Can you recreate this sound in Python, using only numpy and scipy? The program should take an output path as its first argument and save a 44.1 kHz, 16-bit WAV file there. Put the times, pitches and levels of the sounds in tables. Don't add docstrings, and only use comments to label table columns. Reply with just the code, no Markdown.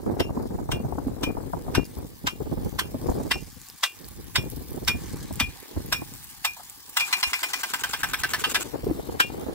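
import sys
import numpy as np
from scipy import signal
from scipy.fft import rfft, irfft, next_fast_len
from scipy.io import wavfile
from scipy.ndimage import uniform_filter1d, map_coordinates

SR = 44100
rng = np.random.default_rng(int(sys.argv[2]) if len(sys.argv) > 2 else 0)


def transcribe(signal):
    frames = np.atleast_2d(signal).T
    limited = np.clip(frames, -1, 1)
    pcm = np.round(limited * 32767).astype(np.int16)
    wavfile.write(sys.argv[1], SR, pcm)


N = 420706

# [t/s, splash level of the middle/dB, of the bass/dB,
# of the treble/dB, lead of the left port in the two lowest arm modes/rad (2 columns),
# level of the five arm modes/dB (5 columns), level of the nine lower barrel modes/dB (9 columns)]
BLOW_TABLE = [(0.198, -27.5, -33, -37, 2.7, 2.0, -45, -36, -43, -51, -46, -46, -46, -37, -45, -46, -36, -53, -41, -37.5),
              (0.715, -27.5, -29.5, -31, -0.5, 1.6, -43, -38, -42, -50, -53, -40, -48, -38, -44, -45, -42, -51, -54, -37),
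              (1.232, -25.5, -33, -32, 1.3, -3, -35, -44, -38.5, -51, -55, -34.5, -38, -43, -49, -51, -40, -48, -50, -41),
              (1.749, -23, -21, -33, -0.5, 1.3, -36.5, -34.5, -42, -46, -47, -32, -45, -28.5, -38, -40, -38, -46, -36, -42),
              (2.268, -21, -19.5, -36, -1.7, 1.7, -43, -40, -37, -45, -51, -29, -32, -24, -41, -48, -34, -34, -38, -37),
              (2.789, -21.5, -21, -26, 1, -2.5, -48, -39, -35, -44, -52, -34, -30, -27, -40, -38, -40, -44, -40, -37),
              (3.311, -19, -21, -28, 0, -0.4, -34.5, -33, -35, -48, -39.5, -31.5, -44, -35, -38, -31, -30, -48, -37, -39),
              (3.833, -16.5, -21.5, -25, 0.5, -1, -36.5, -33, -43, -37, -55, -42, -43, -33, -34, -27.5, -27, -39, -33, -35),
              (4.356, -19, -21.5, -34, -1.6, 4, -32.5, -37, -34, -36, -36.5, -35, -35, -31, -40, -38, -21.5, -37, -24, -32),
              (4.878, -17, -20.5, -24, 0.1, -3.5, -27.5, -35, -41, -36, -41, -33, -35, -32, -41, -35, -31, -43, -38, -21.5),
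              (5.399, -19.5, -24, -25, 1.0, 3.5, -27.5, -34, -39, -37.5, -46, -38, -32, -36, -37, -31.5, -30, -37, -51, -37),
              (5.924, -19, -20.5, -24.5, 2, 0.4, -27.5, -45, -49, -43, -39, -30.5, -38, -43, -37, -41, -29, -26, -39, -25),
              (6.447, -19, -22, -20.5, 2.0, 5, -27.5, -41, -50, -47, -43, -37, -33, -47, -44, -29.5, -25, -34, -37, -35),
              (6.968, -19, -22, -20, 3, 2, -29, -30, -50, -36, -47, -40, -37, -42, -35, -29, -29, -34, -40, -44),
              (6.998, -23, -35, -34, 2.3, 4, -26, -36, -53, -48, -57, -42, -50, -52, -49, -45, -40, -41, -51, -51),
              (7.007, -28, -29, -31, 2.4, 3.5, -26, -31, -56, -42, -52, -39, -47, -47, -44, -44, -43, -45, -50, -54),
              (7.127, -19.5, -26.5, -30, 2.4, 2.2, -24, -33, -48, -48, -57, -32, -37, -45, -34, -25.5, -33, -21, -40, -50),
              (7.229, -20.5, -26.5, -30, 3.5, 2.5, -26, -28.5, -50, -52, -36, -32, -47, -37, -36, -29, -40, -23, -30, -43),
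              (7.332, -22.5, -26, -31, 3, 3, -30, -37, -56, -51, -45, -34, -44, -42, -35, -30, -43, -40, -32, -47),
              (7.431, -25, -26.5, -25, 3.5, 4, -33, -45, -44, -50, -43, -31, -44, -32, -37, -31, -44, -40, -41, -43),
              (7.533, -25, -29.5, -28, -2.5, -1, -36, -47, -44, -52, -44, -33.5, -37, -36, -38, -28, -47, -44, -36, -40),
              (7.633, -30, -27, -27, -1.5, 5, -42, -49, -47, -51, -52, -33, -38, -29.5, -39, -36, -49, -42, -39, -40),
              (7.736, -25.5, -27.5, -23.5, 1.5, 4, -42, -44, -47, -51, -53, -34, -38, -28, -36, -38, -47, -46, -42, -47),
              (7.836, -26, -26, -26.5, 0.4, 1.3, -44, -52, -45, -53, -50, -41, -40, -26, -38, -41, -47, -47, -46, -44),
              (7.933, -26.5, -26.5, -27, 0.1, -7, -44, -46, -44, -45, -49, -37, -34, -28, -32, -36, -48, -49, -43, -40),
              (8.032, -25.5, -25, -28.5, 1, 0.4, -41, -48, -51, -46, -48, -39, -30, -23.5, -26, -40, -45, -41, -46, -38),
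              (8.134, -24.5, -30, -25.5, -1, 0.0, -47, -47, -51, -47, -44.5, -35, -27.5, -24, -27.5, -42, -44, -46, -48, -40),
              (8.235, -23, -26.5, -30, -3, -1, -47, -41.5, -50, -45, -50, -39, -29.5, -22, -25, -32, -44, -40, -48, -43),
              (8.335, -22.5, -24.5, -28, 2.8, -0.6, -49, -48, -45, -55, -56, -34, -30, -28, -20.5, -35, -41, -33, -37, -33),
              (8.439, -26.5, -26, -28, -1.7, -5.9, -41, -32.5, -33, -40, -54, -33, -25, -25, -29, -34, -35, -37, -48, -45),
              (8.545, -19.5, -31, -31, 0, -0.9, -40, -42, -41, -47, -51, -38, -26, -28, -27, -39, -32, -32, -41, -49),
              (8.551, -23, -27, -32, -2, -0.4, -44, -47, -41, -50, -55, -40, -42, -25, -21, -28, -38, -41, -44, -49),
              (9.2, -17, -17.5, -28, -0.9, 0.5, -31, -32, -31, -37, -46, -27.5, -28, -12.5, -27, -38, -51, -40, -35, -36)]
# [f/Hz, level per Hz/dB]
SPLASH_COLOUR = [(290, -29), (500, -1.5), (1400, -3), (3700, -0.5), (4400, -2), (5630, -2.5), (7100, -9.5),
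                 (7640, -3.5), (10400, -7), (16000, 0.5)]
# [t/s, level of the low band/dB, level of the middle band/dB]
JET_LEVELS = [(0, -64.5, -59), (1.0, -61.5, -58.5), (2.05, -60.5, -56), (2.8, -56.5, -57.5),
              (3.15, -59, -51), (3.6, -57.5, -53), (4.8, -57.5, -54), (5.05, -51.5, -49.5), (5.6, -53, -53),
              (6.06, -54.5, -51), (6.9, -56.5, -51.5), (7.1, -41, -42), (7.62, -45, -42), (7.95, -44, -51),
              (8.25, -45, -58), (8.45, -43, -39), (8.8, -53, -54.5), (9.54, -52, -55)]
# [f/Hz, level per Hz/dB]
HISS_COLOUR = [(350, -46), (600, -35), (688, -18), (801, -6.5), (858, -9), (1210, -8), (1370, -14.5),
               (1660, -8), (2680, -12.5), (4580, -5.5), (6120, -4.5), (7410, 1), (16000, 13.5)]
# [t/s, level/dB, f/Hz, level of the sharp edge/dB, left-right (held within 9)/dB]
BUFFET_TABLE = [(0.062, -11, 292, -26, -2), (0.116, -15.5, 238, -48, -11), (0.208, -12, 316, -27, -12),
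                (0.293, -20, 320, -28, 9), (0.373, -7.5, 269, -24.5, -2.5), (0.455, -16.5, 245, -33, -7),
                (0.541, -15, 180, -34, 0), (0.587, -26, 130, -25.5, -3), (0.689, -19, 122, -19, 0),
                (0.729, -18, 144, -28, 10), (0.799, -12.5, 229, -29, -2), (0.847, -17, 129, -27, -12),
                (0.923, -19, 378, -22.5, 12), (0.982, -10.5, 290, -19.5, 5), (1.067, -6.5, 264, -45, 0),
                (1.233, -7, 293, -21.5, -3), (1.278, -21, 170, -35, 0), (1.368, -23, 300, -18.5, 0),
                (1.533, -18.5, 160, -14.5, 2.5), (1.568, -18, 340, -30, -11), (1.68, -22, 156, -25.5, 8),
                (1.78, -11.5, 262, -43, 9), (1.968, -21.5, 200, -39, 3), (2.242, -16, 266, -38, 2),
                (2.403, -11, 423, -32, 8), (2.519, -18.5, 167, -44, -5), (2.945, -12, 253, -30.5, 10),
                (3.086, -4.5, 344, -20, 0), (3.199, -19, 238, -23.5, 5), (3.355, -15.5, 350, -27.5, 7),
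                (4.383, -23, 133, -33, -12), (4.95, -18.5, 253, -42, 9), (5.307, -15.5, 273, -27.5, 2),
                (5.318, -28, 80, -50, -4), (5.406, -13, 247, -24, -2), (5.42, -21, 76.6, -50, 0),
                (5.479, -33, 90.5, -52, 7), (5.763, -21, 85, -31, -5), (6.018, -14, 320, -28.5, -3),
                (7.269, -31.5, 70, -58, 4), (8.2, -30, 150, -50, 1), (8.743, -14, 400, -33, 4),
                (8.832, -15, 480, -42, 5), (8.867, -2.5, 417, -31, 2), (8.884, -12, 300, -40, 2),
                (8.91, -5, 310, -52, 13), (8.988, -11.5, 415, -50, 11), (9.089, -19.5, 380, -42, 9)]

SWEEP_S = 0.047
REBOUND_S = 0.0043
SIDE = np.array([[1], [-1]])


def gain_of(db):
    return 10 ** (np.asarray(db) / 20)


def evened(x):
    return x / np.sqrt(np.mean(x ** 2) + 1e-20)


def read(points, hz):
    f, value = np.transpose(points)
    return np.interp(np.log(hz + 1), np.log(f + 1), value)


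def follow(points, t):
    return np.interp(t, *np.transpose(points))


def add(mix, s, sound):
    part = mix[..., max(round(s * SR), 0):][..., :sound.shape[-1]]
    part += sound[..., :part.shape[-1]]


def coloured(x, db_at):
    size = next_fast_len(x.shape[-1])
    gain = gain_of(db_at(np.fft.rfftfreq(size, 1 / SR)))
    return irfft(rfft(x, size) * gain, size)[..., :x.shape[-1]]


def share(hz, edge_hz):
    return 1 / (1 + (edge_hz / (hz + 1)) ** 6)


def wobble(width):
    size = round(width * SR)
    return evened(uniform_filter1d(uniform_filter1d(rng.standard_normal(N), size), size))


def spray(length, spectrum):
    # [f/Hz, share 0-1]
    apart = [(1000, 0.28), (3000, 0.6), (8000, 0.73), (15000, 1)]

    def common_db(hz):
        return read(spectrum, hz) + 10 * np.log10(np.clip(1 - read(apart, hz), .01, 1))

    def own_db(hz):
        return read(spectrum, hz) + 10 * np.log10(np.clip(read(apart, hz), .01, 1))

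    noise = rng.standard_normal((3, length))
    rows = np.vstack([coloured(noise[:1], common_db), coloured(noise[1:], own_db)])
    return rows / np.sqrt((rows[:2] ** 2).sum(0).mean())


def in_bands(z, hz, low_hz, high_hz, levels_db):
    low, high = 1 - share(hz, low_hz), share(hz, high_hz)
    power = (abs(z) ** 2).mean((0, 2))
    masks = [low, 1 - low - high, high]
    gains = [m[:, None] * gain_of(2 * db) * power.sum() / (m @ power) for m, db in zip(masks, levels_db)]
    return z * np.sqrt(sum(gains))


def surges():
    swell_s, swell_db = .035, 6
    struck = np.zeros(N)
    for s, *_ in BUFFET_TABLE:
        add(struck, s - swell_s / 4, signal.windows.tukey(round(swell_s * SR), .6))
    struck = np.minimum(struck, 1)
    swell = struck - uniform_filter1d(struck, size=SR // 4)
    return 2.68 * np.tanh(wobble(0.025)) + swell_db * swell


def eddies():
    # [t/s, level of the rumble/dB, level of the flutter/dB, left-right before its drift/dB]
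    gusts = [(0.0, -44, -44, -9), (0.1, -41, -35.5, 3), (0.9, -38, -37, 0.5), (1.64, -43, -40, 3),
             (1.8, -33.5, -35, 2.5), (1.91, -53, -59, -3), (1.99, -41.5, -37.5, 4), (2.2, -56.5, -61, -3),
             (2.26, -41.5, -49, -1.5), (2.31, -48, -53, 2), (2.44, -38.5, -36.5, 2.5), (2.68, -37, -42, -1),
             (2.71, -50, -56, 8), (2.84, -38.5, -37.5, -6), (2.92, -44.5, -45.5, 0),
             (3.11, -34.5, -30.5, 4), (3.45, -50, -57.5, -9.5), (3.64, -59.5, -75, 19),
             (3.9, -77, -65.5, -8), (4.06, -51, -59, -12), (4.25, -47, -57, 8), (4.33, -56, -71, 3),
             (4.38, -39, -40.5, 0.5), (4.67, -46, -55.5, 4), (4.75, -39.5, -41, -2), (5.47, -44, -60, 2),
             (5.61, -58, -56.5, -9), (5.69, -74, -50, 6.5), (5.77, -39, -43, -2.5), (6.35, -61.5, -77, 3),
             (7.49, -71, -53.5, 3), (8.05, -50, -53, -5.5), (8.77, -49, -37, 6), (8.87, -36, -39.5, -7),
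             (9.03, -47.5, -39, 5), (9.54, -45, -36.5, 0)]
    # [f/Hz, level per Hz/dB]
    gust_colour = [(15, -66), (25, -2.5), (117, -0.5), (189, -4), (273, -0.5), (477, -4.5), (601, -11),
                   (834, -11.5), (1730, -29), (2500, -40), (3250, -94), (5500, -120)]
    # [from f/Hz, to f/Hz, lumpiness (scales the lumps)/dB,
    # share of the flutter in its level 0-1, offset/dB, own drift/dB]
    layers = [(46.4, 61, -1.5, 0.01, -3, 1), (107.5, 202, 4.5, 0, -1.5, 1.5), (276, 476, 6, 0.86, -4, 2.5),
              (550, 9000, 5.5, 1, -10, 1.5)]
    s, *columns = np.transpose(gusts)
    rumble_db, flutter_db, pan_db = (np.interp(np.arange(N) / SR, s, c) for c in columns)
    surge_db = surges()
    levels_db = [surge_db + rumble_db + part * (flutter_db - rumble_db) + db + drift_db * np.tanh(wobble(0.053))
                 for *_, part, db, drift_db in layers]
    pan_db = pan_db + 2.5 * wobble(0.076)
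    shared_lumps, push = wobble(0.01), rng.standard_normal(N)
    out = np.zeros((2, N))
    for k in range(2):
        lumps = 1.9 * np.tanh((.8 * shared_lumps + .6 * wobble(.006)) / 1.5)
        noise = rng.standard_normal(N) + SIDE[k] * push * .45
        noise += 12 * rng.standard_normal(N) * (rng.random(N) < 110 / SR)
        for level_db, (lo_hz, hi_hz, lumpy_db, *_) in zip(levels_db, layers):
            def layer_db(hz):
                band_power = share(hz, lo_hz) * (1 - share(hz, hi_hz))
                return read(gust_colour, hz) + 10 * np.log10(band_power + 1e-9)
            band = coloured(noise * gain_of(lumpy_db * lumps), layer_db)
            out[k] += gain_of(level_db) * evened(band)
    return out * gain_of(SIDE * np.clip(pan_db, -9, 9) / 2)


def buffets():
    out, t = np.zeros((2, N)), np.arange(1500) / SR

    def edge_colour_db(hz):
        return 20 * np.log10(share(hz, 766) * (1 - share(hz, 784)) + 1e-5)

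    for s, db, hz, edge_db, pan_db in BUFFET_TABLE:
        turn = rng.random((2, 1))
        thump = gain_of(db) * np.sin(2 * np.pi * (hz * t + turn)) * np.exp(-t * hz / 1.4)
        thump = thump * (1 - np.exp(-t / 0.0071))
        edge = gain_of(edge_db) * evened(coloured(rng.standard_normal((2, len(t))), edge_colour_db))
        edge = edge * np.exp(-t / 0.006) * (1 - np.exp(-t / 0.0015))
        add(out, s, gain_of(SIDE * np.clip(pan_db, -9, 9) / 2) * (thump + edge / 2))
    return out


def wind():
    return np.sqrt(2) * (eddies() + buffets())


def sweeps():
    # [from t/s, to t/s]
    quick_swing = (7, 8.6)
    # [t/s, level/dB]
    sweep_level = [(7.1, -38), (7.7, -37), (8.1, -38), (8.35, -33), (8.62, -32)]
    delay_s = .072
    s = np.array([row[0] + delay_s for row in BLOW_TABLE if quick_swing[0] < row[0] < quick_swing[1]])
    s = s[np.diff(s, prepend=0) > SWEEP_S / 2]
    return zip(s, follow(sweep_level, s))


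def jet():
    # [t/s, level/dB]
    fizz = [(0, -56.5), (2, -52), (3, -49.5), (3.5, -53), (4.7, -46), (5.3, -52.5), (6.1, -46),
            (6.9, -48.5), (7.1, -46), (7.7, -47.5), (8.1, -43), (8.5, -49), (8.85, -49), (9.54, -51)]
    hz, t, z = signal.stft(spray(N, HISS_COLOUR), SR, nperseg=256, noverlap=192)
    s, *columns = np.transpose(JET_LEVELS)
    levels_db = [np.interp(t, s, c) for c in columns] + [follow(fizz, t)]
    z = in_bands(z, hz, 3160, 5360, levels_db)
    unevenness = rng.standard_normal(z.shape[1:])
    unevenness = evened(uniform_filter1d(uniform_filter1d(unevenness, 3, 0), 30, 1))
    flicker = np.interp(t, np.arange(N) / SR, 1.13 * wobble(0.01) + 2.67 * wobble(0.00057))
    for s, _ in sweeps():
        flicker = flicker - 6.0 * np.exp(-((t - s - 0.52 * SWEEP_S) / 0.006) ** 2)
    puffs = rng.exponential(1, len(t)) * (rng.random(len(t)) < 30 * 64 / SR)
    puffs = np.minimum(np.convolve(puffs, [1, .6, .25])[:len(t)], 2)
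    reach = uniform_filter1d(rng.standard_normal(z.shape[1:]), size=40, axis=0) > 0
    puff_db = 6 * puffs * reach * share(hz, 3000)[:, None]
    flicker_db = flicker * (0.48 + 0.57 * share(hz, 4300)[:, None])
    z = z * gain_of(puff_db + 2 * unevenness + flicker_db)
    return signal.istft(z, SR, nperseg=256, noverlap=192)[1][:, :N]


def spits():
    # [t/s, level/dB, f/Hz]
    large_spits = [(1.845, -33, 5300), (2.694, -31, 7740), (3.1004, -26.5, 7100), (3.6156, -29.5, 7300),
                   (3.6866, -27, 7400), (3.7, -28, 4980), (3.811, -35, 4770), (4.045, -30, 4630),
                   (4.243, -30.5, 11800), (4.501, -22, 10700), (4.8492, -28, 5190), (4.97, -31, 8500),
                   (5.037, -35, 5300), (5.117, -35, 8000), (5.16, -34, 7500), (5.233, -33, 7800),
                   (5.327, -24, 8200), (5.338, -26, 9000), (5.357, -22.5, 8450), (5.602, -27, 11900),
                   (5.8615, -24, 11500), (6.1385, -26.5, 7700), (6.2426, -24, 11600), (6.698, -23.5, 7700),
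                   (6.895, -21.5, 11500)]
    out, t = np.zeros((3, N)), np.arange(200) / SR
    level = gain_of(np.interp(np.arange(N) / SR, *np.transpose(JET_LEVELS)[::2]))
    for hz in np.geomspace(3500, 14000, num=10):
        sizes = gain_of(3.3 * np.minimum(rng.exponential(1, N), 4))
        train = sizes * (rng.random(N) < 25 / SR)
        tick = np.sin(2 * np.pi * hz * t) * np.exp(-t * hz / 1.2)
        out[0] += gain_of(-28) * signal.oaconvolve(train * level, tick)[:N]
    t = np.arange(600) / SR
    for s, db, hz in large_spits:
        snap = np.sin(2 * np.pi * hz * t) * np.exp(-t * hz / 4.1) * [[1], [0], [0]]
        puff = 0.29 * spray(len(t), HISS_COLOUR) * np.exp(-t / 0.0071)
        add(out, s, gain_of(db) * (snap + puff))
    return out


def splash(t, bands_db, push, swing, body_hz):
    # [f/Hz, time/s]
    splash_t60 = [(800, 0.12), (3000, 0.099), (8000, 0.12), (15000, 0.15)]
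    hz, frames, z = signal.stft(spray(len(t), SPLASH_COLOUR), SR, nperseg=256, noverlap=224)
    hold = push * (1 - .85 * share(hz, 3300))[:, None]
    after = np.maximum(frames - .015 - hold, 0) / read(splash_t60, hz)[:, None]
    hump_db = 2.5 * np.exp(-(np.log2((hz + 1) / body_hz) / 0.31) ** 2)
    luck_db = 2.5 * evened(uniform_filter1d(rng.standard_normal(len(hz)), size=2))
    z = z * gain_of(luck_db + hump_db)[:, None]
    z = in_bands(z, hz, 1870, 8400, bands_db) * gain_of(-3.0 - 60 * after)
    late, again = np.maximum(t, 0), np.maximum(t - REBOUND_S - push / 2, 0)
    plough = gain_of(-19.5 + 13.0 * swing) * np.exp(t / 0.0033)
    rise = np.where(t < 0, plough, 1 - 0.79 * swing * np.exp(-late / 0.0011))
    knocks = (rng.random(len(t)) < 600 / SR) * rng.uniform(0, 1, len(t))
    chatter = .6 * np.convolve(knocks, np.exp(-np.arange(120) / 35))[:len(t)]
    crack = .6 + chatter + (.6 - .2 * swing) * np.exp(-abs(t - .001) / .003)
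    crack = crack + 0.94 * (again > 0) * np.exp(-again / 0.0036)
    return signal.istft(z, SR, nperseg=256, noverlap=224)[1][:, :len(t)] * rise * crack


def arm_ring(t, rings_db, leads, swing):
    # [f/Hz, time to fall 60 dB after a full slow swing/s, distance to the twin/Hz,
    # size of the twin 0-1, bend of the fall (1 is even, 2 holds first), left-right before luck/dB]
    arm_modes = [(2422, .165, 7, .15, 1.9, 1.5), (2769, .165, 11, .2, 1.7, -1), (3110, .11, 8, .2, 1.1, -1),
                 (3388, .125, 8, .2, 1.2, 0), (5422, .135, 25, .3, 1.7, 1)]
    late, half = np.maximum(t, 0), SIDE / 2
    ring = np.zeros((2, len(t)))
    leads = [*leads, *rng.normal([2.6, 1.6, .9], [1, .8, .5])]
    for (f, t60, twin, size, bend, pan_db), ring_db, lead in zip(arm_modes, rings_db, leads):
        turn = 2 * np.pi * rng.random() + np.array([0, rng.uniform(-1, 1)])
        pair = np.sin(2 * np.pi * f * late + turn[0] + half * lead)
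        pair = pair + size * np.sin(2 * np.pi * (f + twin) * late + turn[1] + half * lead)
        t60 = t60 * (.8 + .2 * swing)
        fall_db = 60 * ((late / t60) ** bend - (.027 / t60) ** bend)
        drip_db = 2.3 * evened(uniform_filter1d(rng.standard_normal(len(t)), size=350))
        side_db = half * (pan_db + 2.5 * rng.standard_normal())
        ring += gain_of(ring_db - fall_db + drip_db + side_db) * pair * (1 - np.exp(-late / .003))
    return ring


def barrel_clack(t, clanks_db, treble_db, push):
    # [f before a small random shift/Hz, time to fall 60 dB/s]
    barrel_modes = [(1020, .05), (1295, .055), (1565, .055), (1715, .07), (2000, .045), (3700, .06),
                    (4100, .08), (4850, .05), (5570, .06), (7480, .06), (8475, .07), (11445, .07)]
    top_modes_db = [-12.5, -12.5, -11.5]
    late, again = np.maximum(t, 0), np.maximum(t - REBOUND_S - push / 2, 0)
    clack = np.zeros(len(t))
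    for (f, t60), db in zip(barrel_modes, [*clanks_db, *(treble_db + np.array(top_modes_db))]):
        luck = rng.standard_normal(3)
        f = f * (1 + 0.0095 * luck[0])
        for since, knock_db, turn in [(late, 0, luck[1]), (again, -6, luck[1] + luck[2] / 6)]:
            ring = np.sin(2 * np.pi * (f * t + turn)) * (1 - np.exp(-since / 0.0011))
            clack += gain_of(db + knock_db - 5.0 - 60 * (since - .01) / t60) * ring
    return clack


def blow(bands_db, leads, rings_db, clanks_db, push, swing, body_hz):
    t = np.arange(round(.35 * SR)) / SR - .015
    out = splash(t, bands_db, push, swing, body_hz)
    out[1:] += arm_ring(t, rings_db, leads, swing)
    out[0] += barrel_clack(t, clanks_db, bands_db[2], push)
    return out


def blows():
    # [t/s, push/s]
    quick_push = [(7.1, 0.0062), (8.35, 0.011), (8.55, 0.015)]
    # [t/s, f/Hz]
    body_pitch = [(0, 1480), (6.5, 1160), (7.1, 960), (7.6, 1050), (8.0, 1550), (8.6, 1630), (9.2, 1480)]
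    slow_push_s, slow_swing_s = 0.0023, .5
    out = np.zeros((3, N))
    swings = np.clip(np.diff(np.transpose(BLOW_TABLE)[0], prepend=-1) / slow_swing_s, 0, 1) ** 2
    for (s, db, low_db, top_db, *rest), swing in zip(BLOW_TABLE, swings):
        leads, rings_db, clanks_db = np.split(rest, [2, 7])
        push = swing * slow_push_s + (1 - swing) * follow(quick_push, s)
        sound = blow([low_db, db, top_db], leads, rings_db, clanks_db, push, swing, follow(body_pitch, s))
        add(out, s - .015, sound)
    return out


def rattles():
    # [t/s, level/dB]
    rattle_table = [(2.402, -40), (2.942, -46), (4.489, -47), (5.043, -46), (5.552, -35), (6.079, -48),
                    (6.566, -21), (6.596, -16.5)]
    out, t = np.zeros((3, N)), np.arange(2000) / SR
    for s, db in rattle_table:
        dull = coloured(spray(len(t), SPLASH_COLOUR), lambda hz: 20 * np.log10(1.001 - share(hz, 1140)))
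        add(out, s, gain_of(db) * dull * np.exp(-t / 0.014) * (1 - np.exp(-t / 0.00091)))
    return out


def swishes():
    # [f/Hz, level per Hz/dB]
    swish_colour = [(290, -38), (500, -17), (784, -3), (1530, 12), (1870, -4), (2460, 7), (2980, 4),
                    (5240, -3.5), (7750, 10.5), (9090, -2), (16000, -0.5)]
    out, size = np.zeros((3, N)), round(SWEEP_S * SR)
    grain = gain_of(3 * wobble(.001) + 1.8 * wobble(.005))
    for s, db in sweeps():
        swish = gain_of(db) * spray(size, swish_colour) * signal.windows.tukey(size, .55)
        add(out, s - SWEEP_S / 2, swish * grain[round(s * SR):][:size])
    return out


def arm():
    out = blows() + rattles() + swishes()
    return coloured(out, lambda hz: 20 * np.log10(share(hz, 730) + 1e-4))


def ports(rows):
    # [t/s, time by which the left port lags/ms, left-right/dB]
    bearing = [(0, -0.19, 3.5), (.72, -0.12, 2), (1.75, -0.083, 1.5), (2.3, 0.27, .5), (2.8, 0.15, 0),
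               (3.3, -0.035, 1), (4.36, 0.089, 0), (5.1, 0.032, 0.5), (5.5, -0.086, 0.5), (7.6, -0.14, 1),
               (8.449, -0.05, 0.8), (9.2, -0.3, 2.5), (9.54, -0.16, 0.5)]
    s, lag_ms, pan_db = np.transpose(bearing)
    t = np.arange(N)
    lag = SIDE * np.interp(t / SR, s, lag_ms) * SR / 2000
    direct = np.array([map_coordinates(rows[0], [t - d], order=3) for d in lag])
    taps = rng.standard_normal((2, 300)) * (rng.random((2, 300)) < .05) * np.exp(-np.arange(300) / 120)
    taps *= gain_of(-14) / np.linalg.norm(taps, axis=1, keepdims=True)
    heard = direct + signal.oaconvolve(direct, taps, axes=1)[:, :N] + rows[1:]
    return heard * gain_of(SIDE * np.interp(t / SR, s, pan_db) / 2)


def scene():
    return wind() + ports(jet() + spits() + arm())


def record(dry):
    low_pass = signal.firwin(511, 15750, window=("kaiser", 9), fs=SR)
    return signal.oaconvolve(dry, low_pass[None], "same")


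dry = scene()
out = record(dry)
transcribe(out)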